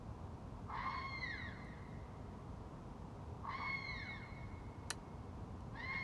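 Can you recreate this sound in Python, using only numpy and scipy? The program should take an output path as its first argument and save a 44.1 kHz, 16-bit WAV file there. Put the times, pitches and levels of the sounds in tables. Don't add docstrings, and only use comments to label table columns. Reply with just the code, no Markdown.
import sys
import numpy as np
from scipy import signal
from scipy.fft import rfft, irfft, next_fast_len
from scipy.io import wavfile
from scipy.ndimage import uniform_filter1d

SR = 44100
rng = np.random.default_rng(int(sys.argv[2]) if len(sys.argv) > 2 else 0)


def transcribe(signal):
    frames = np.atleast_2d(signal).T
    limited = np.clip(frames, -1, 1)
    pcm = np.round(limited * 32767).astype(np.int16)
    wavfile.write(sys.argv[1], SR, pcm)


N = 266011

# frequency in Hz, relative level in dB.
TOWN_SPECTRUM = [(12, -46), (20, -14), (38, -3), (102, -0.5), (157, -5.5), (241, -8), (370, -19),
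                 (401, -15.5), (649, -17.5), (944, -15.5), (1750, -34.5), (2160, -36.5), (3410, -41),
                 (6150, -45), (12000, -57), (15600, -83.5), (22000, -120)]
# centre in Hz, width in Hz, boost or cut in dB.
TRAFFIC_HUMPS = [(90, 30, 0.5), (336, 86, 2), (411, 41, 2.5), (577, 60, -3), (856, 120, -3)]
# start in seconds, level in dB, decay in seconds, tilt in dB per octave.
CLICK_HITS = [(1.6448, -67.5, 0.005, 8), (4.9034, -30, 0.0033, 9), (4.9061, -31.5, 0.0035, -1),
              (4.9092, -29, 0.00097, -7), (5.6058, -63, .002, 3)]
# frequency in Hz, relative level in dB.
CLICK_SPECTRUM = [(290, -53), (500, -1), (1890, 7), (2190, -5.5), (2890, 5.5), (3670, -8), (4140, 9),
                  (5190, -8), (5850, -4), (6420, -3.5), (6770, -7), (9960, -11), (12000, -25.5),
                  (15600, -54), (22000, -120)]
# frequency in Hz, relative level in dB, seconds to fall 60 dB.
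OBJECT_MODES = [(455, -26.5, 0.19), (576, -32, 0.2), (952, -25.5, 0.058), (1500, -27, 0.037),
                (1960, -31, 0.059), (4060, -39, 0.025), (5950, -36, .025)]
# delay in seconds, level in dB, smear in seconds,
# extra level for the low part of the voice in dB.
FAR_ECHOES = [(0.145, -1.5, 0.017, 1), (0.168, -14, 0.051, -5.5), (0.24, -16, 0.032, 2),
              (0.405, -14.5, .035, 3.5), (0.61, -24, 0.078, 6.5)]
NEAR_ECHOES = [(0.003, -3, .028, -2)]
# frequency in Hz, seconds to fall 60 dB.
VALLEY_DECAY = [(800, 0.49), (2100, 3), (4300, 1.45), (7000, 1.5)]
# centre in Hz, width in Hz, relative level in dB.
LOW_FORMANTS = [(996, 290, -8.5), (1113, 220, 0)]
MAIN_FORMANTS = [(1823, 690, -4), (2110, 160, -5)]
UPPER_FORMANTS = [(2950, 460, -4.5), (3540, 1200, 1), (4164, 320, 4.5), (4820, 600, -3), (5450, 340, -8.5),
                  (6130, 590, -15)]
# start and length in seconds, target pitch in Hz, climb in seconds, overshoot in
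# Hz, hoarse stretch in seconds, roughness from 0 to 1, relative levels of rasp, hoarse note and clear
# note in dB, seconds from the start to the top of the swell, swell in dB.
FOX_SCREAMS = [(0.674, 0.81, 2200, 0.13, 0, 0.175, 0.86, -42.5, -49.5, -53.5, 0.56, 7.5),
               (3.426, 0.74, 2203, 0.082, 40, 0.095, 0.86, -42, -52, -54, 0.275, 15),
               (5.714, 0.75, 2172, 0.105, 0, 0.225, 0.5, -53.5, -48.5, -49, 0.27, 7.5)]

SCOOP, OVERSHOOT_AT_S, OVERSHOOT_S = 0.28, 0.16, 0.0348
COLLAPSE, COLLAPSE_S = 1.3, 0.095
TAUT_HZ, SLACK_QUAVER, SLACK_FLUTTER_DB = 2227, .07, 12
CLEAR_S, HELD_ROUGH, SLACK_ROUGH = 0.073, 0.054, 0.36
RASP_ATTACK_S, RASP_START_DB, OPEN_S, SHUT_DB, SWELL_S = 0.028, -18, 0.09, -27, 0.1
OVERTONES_DB, OVERTONES_ROUGH_DB = -59, -4
BLOOM_DB, BLOOM_BEFORE_END_S, BLOOM_S = 4, 0.25, 0.08
FALLEN_NOTE_DB, FALLEN_OVERTONES_DB, MOAN_DB = -25, -42, -59.5


def gain_of(db):
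    return 10 ** (np.asarray(db) / 20)


def unit_rms(x):
    return x / np.sqrt(np.mean(x ** 2) + 1e-20)


def curve_at(points, hz):
    f, value = np.transpose(points)
    return np.interp(np.log(hz + 1), np.log(f + 1), value)


def add(mix, start_s, sound):
    part = mix[round(start_s * SR):][:len(sound)]
    part += sound[:len(part)]


def eq(x, gain):
    size = next_fast_len(len(x) + 4096)
    return irfft(rfft(x, size) * gain(np.fft.rfftfreq(size, 1 / SR)), size)[:len(x)]


def noise(count, gain):
    return unit_rms(eq(rng.standard_normal(count), gain))


def wobble(count, hz):
    return noise(count, lambda f: 1 / (1 + (f / hz) ** 4))


def town(level_db=-50):
    def colour(f):
        traffic_db = sum(db * np.exp(-(2 * (f - hz) / width) ** 2) for hz, width, db in TRAFFIC_HUMPS)
        return gain_of(curve_at(TOWN_SPECTRUM, f) + traffic_db)
    return gain_of(level_db) * noise(N, colour)


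def clicks(scatter_db=-12, scatter_s=0.016, ring_db=-15, attack_s=0.00025):
    t = np.arange(SR // 5) / SR
    cracks = np.zeros(N)
    for start, db, decay, tilt in CLICK_HITS:
        grit = noise(len(t), lambda f: gain_of(curve_at(CLICK_SPECTRUM, f) + tilt * np.log2(f + 1)))
        envelope = np.exp(-t / decay) * (1 - np.exp(-t / attack_s))
        add(cracks, start, gain_of(db) * grit * envelope)
    ring = sum(gain_of(db - 60 * t / t60) * np.sin(2 * np.pi * hz * t) for hz, db, t60 in OBJECT_MODES)
    boards = rng.standard_normal(len(t)) * np.exp(-t / scatter_s)
    response = gain_of(ring_db) * ring + gain_of(scatter_db) * boards / np.linalg.norm(boards)
    return cracks + signal.fftconvolve(cracks, response)[:N]


def valley(x, tail_db=-11, build_s=0.03, air_hz=6000, flat_face=0.18, low_hz=1350):
    t = np.arange(2 * SR) / SR
    hz, frame_s, spectrum = signal.stft(rng.standard_normal(len(t)), SR, nperseg=256)
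    decay = gain_of(-60 * frame_s / curve_at(VALLEY_DECAY, hz)[:, None])
    tail = signal.istft(spectrum * decay, SR, nperseg=256)[1][:len(t)]
    tail *= 1 - np.exp(-t / build_s)
    response = gain_of(tail_db) * tail / np.linalg.norm(tail)
    for delay, db, smear, extra_db in NEAR_ECHOES + FAR_ECHOES:
        facets = rng.standard_normal(len(t)) * np.exp(-t / smear)
        facets[0] = flat_face * np.linalg.norm(facets)
        echo = np.zeros(len(t))
        add(echo, delay, facets / np.linalg.norm(facets))
        response += eq(echo, lambda f: gain_of(db + extra_db / (1 + (f / low_hz) ** 8)))
    wet = signal.fftconvolve(x, response)[:N]
    return eq(wet, lambda f: 1 / np.sqrt(1 + (f / air_hz) ** 4))


def throat(x, formants):
    def bell(f, hz, width):
        return 1 / (1 + (2 * (f - hz) / width) ** 2) ** 1.5
    voiced = eq(x, lambda f: sum(gain_of(db) * bell(f, hz, width) for hz, width, db in formants))
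    running_power = abs(uniform_filter1d(voiced ** 2, size=1800))
    return voiced / np.sqrt(running_power + 1e-12)


def gesture(t, length, held_hz, climb_s, overshoot_hz, hoarse_s, roughness,
            rasp_db, hoarse_db, clear_db, swell_s, swell_db):
    climb = 1 - SCOOP * np.exp(-(t / climb_s) ** 2)
    tension = 1 / (1 + COLLAPSE * np.exp((t - length) / COLLAPSE_S))
    overshoot = np.exp(-((t - OVERSHOOT_AT_S) / OVERSHOOT_S) ** 2)
    hz = held_hz * climb * tension + overshoot_hz * overshoot
    hoarse = np.exp(-np.maximum(t - hoarse_s, 0) / CLEAR_S)
    rough = HELD_ROUGH + (roughness - HELD_ROUGH) * hoarse + SLACK_ROUGH * (1 - tension)
    fallen = (2 * (1 - tension)) ** 2
    mouth_db = SHUT_DB * np.maximum(1 - t / OPEN_S, 0)
    swell = np.exp(-((t - swell_s) / SWELL_S) ** 2)
    note_db = hoarse_db * hoarse + clear_db * (1 - hoarse)
    main_db = note_db + mouth_db + swell_db * swell + FALLEN_NOTE_DB * fallen ** 2
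    onset_db = RASP_START_DB * np.maximum(1 - t / RASP_ATTACK_S, 0)
    low_db = 20 * np.log10(gain_of(rasp_db + onset_db) * hoarse + gain_of(MOAN_DB) * fallen ** 2)
    bloom = np.exp(-((t - length + BLOOM_BEFORE_END_S) / BLOOM_S) ** 2)
    upper_db = OVERTONES_DB + mouth_db + OVERTONES_ROUGH_DB * rough
    upper_db += BLOOM_DB * bloom + FALLEN_OVERTONES_DB * fallen
    return hz, np.clip(rough, 0, 1), low_db, main_db, upper_db


def scream(length, *manner, jitter=0.03, jitter_hz=150, waver=0.0013, quaver_hz=70, flutter_hz=55,
           shimmer=0.55, shimmer_hz=200, breath=0.7, doubling=1.35,
           low_trim_db=-4, main_trim_db=-3, upper_trim_db=-2.5):
    t = np.arange(0, length, 1 / SR)
    count = len(t)
    hz, rough, low_db, main_db, upper_db = gesture(t, length, *manner)
    slack = np.clip(1 - hz / TAUT_HZ, 0, .2)
    quaver = (waver + SLACK_QUAVER * slack) * wobble(count, quaver_hz)
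    flutter_db = (0.5 + SLACK_FLUTTER_DB * slack) * wobble(count, flutter_hz)
    uneven_rate = jitter * rough ** 2 * wobble(count, jitter_hz)
    uneven_strength = shimmer * rough * wobble(count, shimmer_hz)
    cycles = np.cumsum(hz * (1 + uneven_rate + quaver)) / SR
    harmonics = sum(np.cos(2 * np.pi * k * cycles) for k in range(1, 4))
    subharmonics = sum(np.cos(2 * np.pi * (k - .5) * cycles) for k in range(1, 4))
    folds = (harmonics + np.minimum(doubling * rough, 1) * subharmonics) / 2
    tone = (1 - rough) * folds * (1 + uneven_strength)
    puffs = unit_rms((1.1 + np.cos(np.pi * cycles)) * rng.standard_normal(count))
    hiss = breath * rough * puffs
    low = gain_of(low_db + low_trim_db) * throat(tone + hiss / 3, LOW_FORMANTS)
    main = gain_of(main_db + main_trim_db + flutter_db) * throat(tone + hiss, MAIN_FORMANTS)
    upper_gain = gain_of(upper_db + upper_trim_db + 0.94 * flutter_db)
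    upper = upper_gain * throat(tone + 1.32 * hiss, UPPER_FORMANTS)
    return (low + main + upper) * signal.windows.tukey(count, .02)


def scene():
    fox = np.zeros(N)
    for start, length, *manner in FOX_SCREAMS:
        add(fox, start, scream(length, *manner))
    return (fox + valley(fox) + town() + clicks())[None]


def record(dry, bass_hz=32, top_hz=12000):
    thinned = eq(dry[0], lambda f: 1 - 1 / (1 + (f / bass_hz) ** 6))
    low_pass = signal.firwin(255, top_hz, window=("kaiser", 8), fs=SR)
    return signal.oaconvolve(thinned, low_pass, "same")[None]


dry = scene()
out = record(dry)
transcribe(out)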